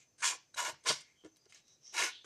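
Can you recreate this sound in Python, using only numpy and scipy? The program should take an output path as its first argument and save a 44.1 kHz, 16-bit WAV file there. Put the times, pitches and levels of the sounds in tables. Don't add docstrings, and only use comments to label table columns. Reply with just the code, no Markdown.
import sys
import numpy as np
from scipy import signal
from scipy.fft import rfft, irfft
from scipy.io import wavfile
from scipy.ndimage import map_coordinates

SR = 44100
rng = np.random.default_rng(int(sys.argv[2]) if len(sys.argv) > 2 else 0)


def unload_audio(sound):
    columns = np.transpose(np.atleast_2d(sound))
    steps = np.round(np.clip(columns, -1, 1) * 32767)
    wavfile.write(sys.argv[1], SR, steps.astype(np.int16))


N = 99225
T = np.arange(N) / SR
FFT_SIZE = 2 ** 18
HZ = np.maximum(np.arange(FFT_SIZE // 2 + 1) * SR / FFT_SIZE, 1)


def amp(db):
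    return 10 ** (np.asarray(db) / 20)


def unit(x):
    return x / np.sqrt(np.mean(x ** 2))


def spectrum(points):
    hz, db = np.array(points).T
    return np.interp(np.log(HZ), np.log(hz), db)


def resonances(modes):
    return sum(db / (1 + (2 * (HZ - hz) / width) ** 2) for hz, width, db in modes)


def hump(hz, width):
    return np.exp(-((HZ - hz) / width) ** 2 * 2)


def ripple(spacing_hz=130.53, depth_db=2.03):
    return depth_db * np.interp(HZ / spacing_hz, np.arange(N), rng.standard_normal(N))


def lowpass(hz):
    return 1 / (1 + (HZ / hz) ** 8)


def shape(x, db):
    cepstrum = irfft(np.log(amp(db)))
    cepstrum[1:FFT_SIZE // 2] *= 2
    cepstrum[FFT_SIZE // 2 + 1:] = 0
    return irfft(rfft(x, FFT_SIZE) * np.exp(rfft(cepstrum)))[:N]


def snaps(per_s, scatter_db=0):
    size = amp(scatter_db * np.minimum(rng.exponential(size=N), 3.4))
    return (rng.random(N) < per_s / SR) * size * np.sign(rng.standard_normal(N))


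def wander(per_s):
    return np.interp(T * per_s, np.arange(N), rng.standard_normal(N))


def fade(start, decay):
    return (T >= start) * np.exp(-np.maximum(T - start, 0) / decay)


def narrowband(hz, width_hz):
    phase = 2 * np.pi * np.cumsum(hz * np.ones(N)) / SR
    return unit(wander(width_hz) * np.sin(phase) + wander(width_hz) * np.cos(phase))


# (f/Hz, level/dB)
AIR_SPECTRUM = [(18, -43.5), (30, -4.5), (48, -12.5), (119, 2.5), (185, -3), (404, -4), (1440, -16),
                (2490, -13.5), (3590, -18.5), (6200, -8.5), (9890, -26), (14500, -27.5)]

def background():
    air = unit(shape(rng.standard_normal(N), spectrum(AIR_SPECTRUM)))
    return amp(-76) * air + amp(-79.5) * narrowband(6180, width_hz=58)


# (f/Hz, level/dB)
PAPER_SPECTRUM = [(100, -15), (400, -6.5), (1000, -6.5), (2500, 0), (6500, 2), (9000, -9), (12000, -25.5),
                  (15000, -40)]
# (peak t/s, rise/s, fall/s, level/dB, centre f/Hz, width/Hz, gain/dB)
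SLIDES = [(0.005, .03, 0.031, -65, 7000, 1510, 12.5), (0.02, 0.086, 0.033, -71.5, 2460, 920, 14.5),
          (1.07, 0.25, 0.077, -69.5, 2110, 700, 16.5), (1.2, 0.037, 0.079, -72.5, 3160, 348, 27),
          (1.41, 0.029, 0.08, -76.5, 4810, 405, 20), (1.504, 0.012, 0.015, -65, 9160, 1180, 9),
          (1.553, 0.025, 0.045, -61, 2600, 980, 4.5), (1.725, 0.062, 0.033, -67, 5850, 1130, 18),
          (1.729, 0.082, 0.039, -73.5, 3900, 503, 17.5), (1.875, 0.039, 0.07, -55.5, 5750, 1137, 21),
          (2.15, 0.16, 0.064, -54, 3600, 1890, 27)]

def slides():
    out = 0
    for peak, rise, fall, db, hz, width, gain_db in SLIDES:
        swell = np.exp(-((T - peak) / np.where(T < peak, rise, fall)) ** 2)
        grain = snaps(per_s=2500)
        rub = shape(grain, spectrum(PAPER_SPECTRUM) + gain_db * hump(hz, width) + ripple())
        out = out + amp(db) * swell * unit(rub)
    return out


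GRIT_PER_S, GRIT_SCATTER_DB = 8000, 2.5
# (t/s, level/dB, decay/s)
TOUCHES = [(0.184, -59, 0.04), (0.205, -50, 0.014), (0.547, -44.5, 0.0031), (0.84, -55, 0.004)]
# (f/Hz, width/Hz, gain/dB)
TOUCH_MODES = [(1552, 100, 24), (6430, 190, 13.5), (7810, 250, 14.5), (8680, 410, 17.5), (9690, 500, 20)]

def touches(rise_s=0.0027):
    push = sum(amp(db) * np.exp(-np.abs(T - peak) / np.where(T < peak, rise_s, decay))
               for peak, db, decay in TOUCHES)
    grit = snaps(GRIT_PER_S, GRIT_SCATTER_DB)
    ring = spectrum(PAPER_SPECTRUM) + resonances(TOUCH_MODES)
    return shape(push * grit, ring) / np.std(shape(grit, ring))


def bend(x, depth=0.014):
    speed = 1 + depth * wander(per_s=30)
    return map_coordinates(x, [np.cumsum(speed)], mode="mirror")


# (t/s, bass level/dB, middle level/dB, treble level/dB)
STROKE_ENVELOPES = [
    [(0.217, -67, -67, -66), (0.223, -60, -39, -44), (0.237, -62, -28.5, -34.5), (0.251, -56, -38.5, -30),
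     (0.299, -58, -46, -34), (0.333, -54.5, -47, -47.5), (0.351, -60, -64, -52.5), (0.375, -67.5, -73, -68)],
    [(0.56, -60, -63, -62), (0.578, -62, -42.5, -40), (0.596, -62, -37, -39.5), (0.64, -50.5, -47.5, -43),
     (0.658, -54.5, -38, -41.5), (0.686, -49.5, -43.5, -41), (0.696, -49.5, -41.5, -43),
     (0.73, -68.5, -75, -64.5)],
    [(0.848, -62, -72.5, -63), (0.858, -54, -44.5, -47), (0.872, -47.5, -37.5, -34.5),
     (0.89, -52, -40.5, -27.5), (0.906, -38.5, -37, -31.5), (0.95, -79, -59.5, -48),
     (1.02, -109, -70, -65.5)],
    [(1.926, -69, -77, -65), (1.94, -60.5, -52.5, -48.5), (1.99, -54, -36, -34.5),
     (2.004, -49.5, -39.5, -36.5), (2.042, -48, -36.5, -35.5), (2.084, -61, -45, -45),
     (2.135, -93, -75, -72)],
]
# (f/Hz, level/dB)
STROKE_SPECTRA = [
    [(40, -26), (221, -39), (527, -10), (612, -15), (980, 4), (1260, 0.5), (2340, 4), (2520, 0.5),
     (3930, -7.5), (6460, -3.5), (8480, -6), (12300, -26), (15000, -50.5)],
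    [(40, -30), (244, -25), (597, -5), (659, -13), (980, -3.5), (1290, -13.5), (1420, -8.5), (1920, -9.5),
     (3390, -10), (4560, -12.5), (6950, -9), (12300, -24), (15000, -56.5)],
    [(40, -33.5), (313, -7), (392, 1.5), (466, 8.5), (746, 1), (1080, 2), (1260, -8), (1490, 1.5),
     (2640, -4), (5430, -2.5), (9130, -12), (12900, -30.5), (15000, -51.5)],
    [(40, -38), (251, -31), (382, -5), (643, -10.5), (1000, -2), (1230, -8.5), (1490, -2), (2710, -1),
     (3070, -10), (6460, -9), (11100, -22), (13600, -34), (15000, -65)],
]
# (f/Hz, width/Hz, gain/dB)
CARD_MODES = [(305, 59, 8.5), (510, 29, 2), (980, 16, 4.5), (1077, 90, 3.5), (1268, 42, -10.5),
              (1430, 230, 3), (1800, 70, 4)]
FILE_MODES = [(2315, 140, 3), (2374, 29, -0.5), (2740, 59, 3.5), (2870, 37, 5), (2954, 33, 3.5),
              (5600, 160, 5), (6250, 130, 4.5), (6670, 150, 5), (7120, 58, 10.5), (8120, 130, 5.5)]

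def filing():
    out = 0
    body = resonances(CARD_MODES) + resonances(FILE_MODES)
    low, high = lowpass(hz=750), 1 - lowpass(hz=2600)
    bands = [low - lowpass(hz=45), (1 - low) * (1 - high), high]
    for stroke, colour in zip(STROKE_ENVELOPES, STROKE_SPECTRA):
        times, *levels = np.array(stroke).T
        grit = snaps(GRIT_PER_S, GRIT_SCATTER_DB)
        chatter = amp(1.5 * wander(per_s=260))
        rasp = shape(grit * chatter, spectrum(colour) + body + ripple())
        rasp_bins = rfft(bend(rasp), FFT_SIZE)
        for band, db in zip(bands, levels):
            envelope = amp(np.interp(T, times, db, left=-np.inf, right=-np.inf))
            out = out + envelope * unit(irfft(rasp_bins * band)[:N])
    return out


def tick(start, db, decay, hz, gain_db):
    colour = spectrum(PAPER_SPECTRUM) + gain_db * hump(hz, width=0.37 * hz) + ripple()
    return amp(db) * fade(start, decay) * unit(shape(rng.standard_normal(N), colour))


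# (t/s, level/dB, centre f/Hz)
SNAGS = [(0.243, -28, 7600), (0.275, -28, 6530), (0.601, -35.5, 6900), (0.891, -23.5, 3240),
         (2.006, -29, 2800), (2.024, -30, 1960), (2.036, -32, 2120), (2.044, -35, 5400)]

def snags():
    return sum(tick(start, db, decay=0.0038, hz=hz, gain_db=15) for start, db, hz in SNAGS)


# (f/Hz, level/dB)
CLINK_MODES = [(1560, -48.5), (3957, -50)]

def clink(start=0.543):
    ring = sum(amp(db) * np.sin(2 * np.pi * hz * (T - start)) for hz, db in CLINK_MODES)
    return fade(start, decay=0.007) * ring


# (start t/s, end t/s, start f/Hz, end f/Hz, level/dB)
GLIDES = [(0.583, 0.628, 1350, 892, -41.5), (0.652, 0.694, 1152, 700, -50.5),
          (1.927, 1.982, 776, 920, -50.5), (1.98, 2.022, 850, 1137, -36.5)]

def glides():
    out = 0
    for start, end, from_hz, to_hz, db in GLIDES:
        progress = np.clip((T - start) / (end - start), 0, 1)
        ring = narrowband(from_hz + (to_hz - from_hz) * progress, width_hz=170)
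        out = out + amp(db) * np.sin(np.pi * progress) * ring
    return out


# (t/s, level before
# the band-pass/dB, decay/s, f/Hz)
KNOCKS = [(0.695, -53.5, 0.0086, 273), (0.728, -60, 0.019, 140), (0.9, -45.5, 0.023, 147),
          (0.907, -32.5, 0.0034, 413), (1.238, -55, 0.027, 315), (1.248, -43, 0.014, 309),
          (1.262, -55, 0.008, 498), (1.462, -55, 0.0057, 413), (2.244, -57.5, 0.011, 377)]
# (f/Hz, level/dB)
THUD_SPECTRUM = [(30, -12.5), (70, 5.5), (150, -6), (330, -5), (500, -7.5), (800, -17), (2000, -24),
                 (8000, -38.5)]

def knocks(top_hz=3000):
    out = 0
    body = spectrum(THUD_SPECTRUM) + resonances(CARD_MODES)
    for start, db, decay, hz in KNOCKS:
        thud = amp(-3) * unit(shape(rng.standard_normal(N), body))
        tone = np.sin(2 * np.pi * hz * (T - start))
        blow = amp(db) * fade(start, decay) * (tone + thud)
        bandpass = signal.butter(2, [0.66 * hz, top_hz], "band", fs=SR, output="sos")
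        out = out + signal.sosfilt(bandpass, blow)
    return out


# (t/s, level/dB, decay/s, centre f/Hz, gain/dB)
TAPS = [(0.744, -49.5, 0.0034, 1520, 23.5), (0.908, -30, 0.0038, 1240, 27), (1.007, -54, 0.012, 8900, 12),
        (1.246, -57, 0.0054, 7800, 6), (1.26, -63, 0.01, 7800, 5), (1.361, -56.5, 0.0018, 4860, 16),
        (1.3685, -60.5, 0.0032, 12000, 21), (1.455, -62, 0.0036, 5160, 8), (1.524, -51, 0.0037, 2190, 11),
        (1.5464, -53.5, 0.0067, 6100, 10), (1.681, -57, 0.003, 5800, 10.5),
        (2.244, -52.5, 0.02, 1490, 20.5)]

def taps():
    return sum(tick(*tap) for tap in TAPS)


# (f/Hz, level/dB)
TAIL_SPECTRUM = [(100, 4), (500, -3.5), (2000, 2.5), (5500, 5.5), (8000, -11), (14000, -24.5)]

def room(direct, t60_s=0.28):
    early = rng.standard_normal(N) * fade(start=0.00077, decay=0.0085)
    diffuse = shape(rng.standard_normal(N), spectrum(TAIL_SPECTRUM))
    tail = diffuse * fade(start=0.008, decay=t60_s / np.log(1000))
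    response = (amp(-6.5) * unit(early) + amp(-17) * unit(tail)) / np.sqrt(N)
    reflected = signal.fftconvolve(direct, response)[:N]
    return (direct + reflected) / np.sqrt(1 + np.sum(response ** 2))


def scene():
    direct = filing() + snags() + glides() + touches() + clink() + knocks() + taps() + slides()
    return (room(direct) + background())[None]


def record(dry, top_hz=14700):
    return signal.sosfilt(signal.ellip(8, .2, 70, top_hz, fs=SR, output="sos"), dry)


dry = scene()
out = record(dry)
unload_audio(out)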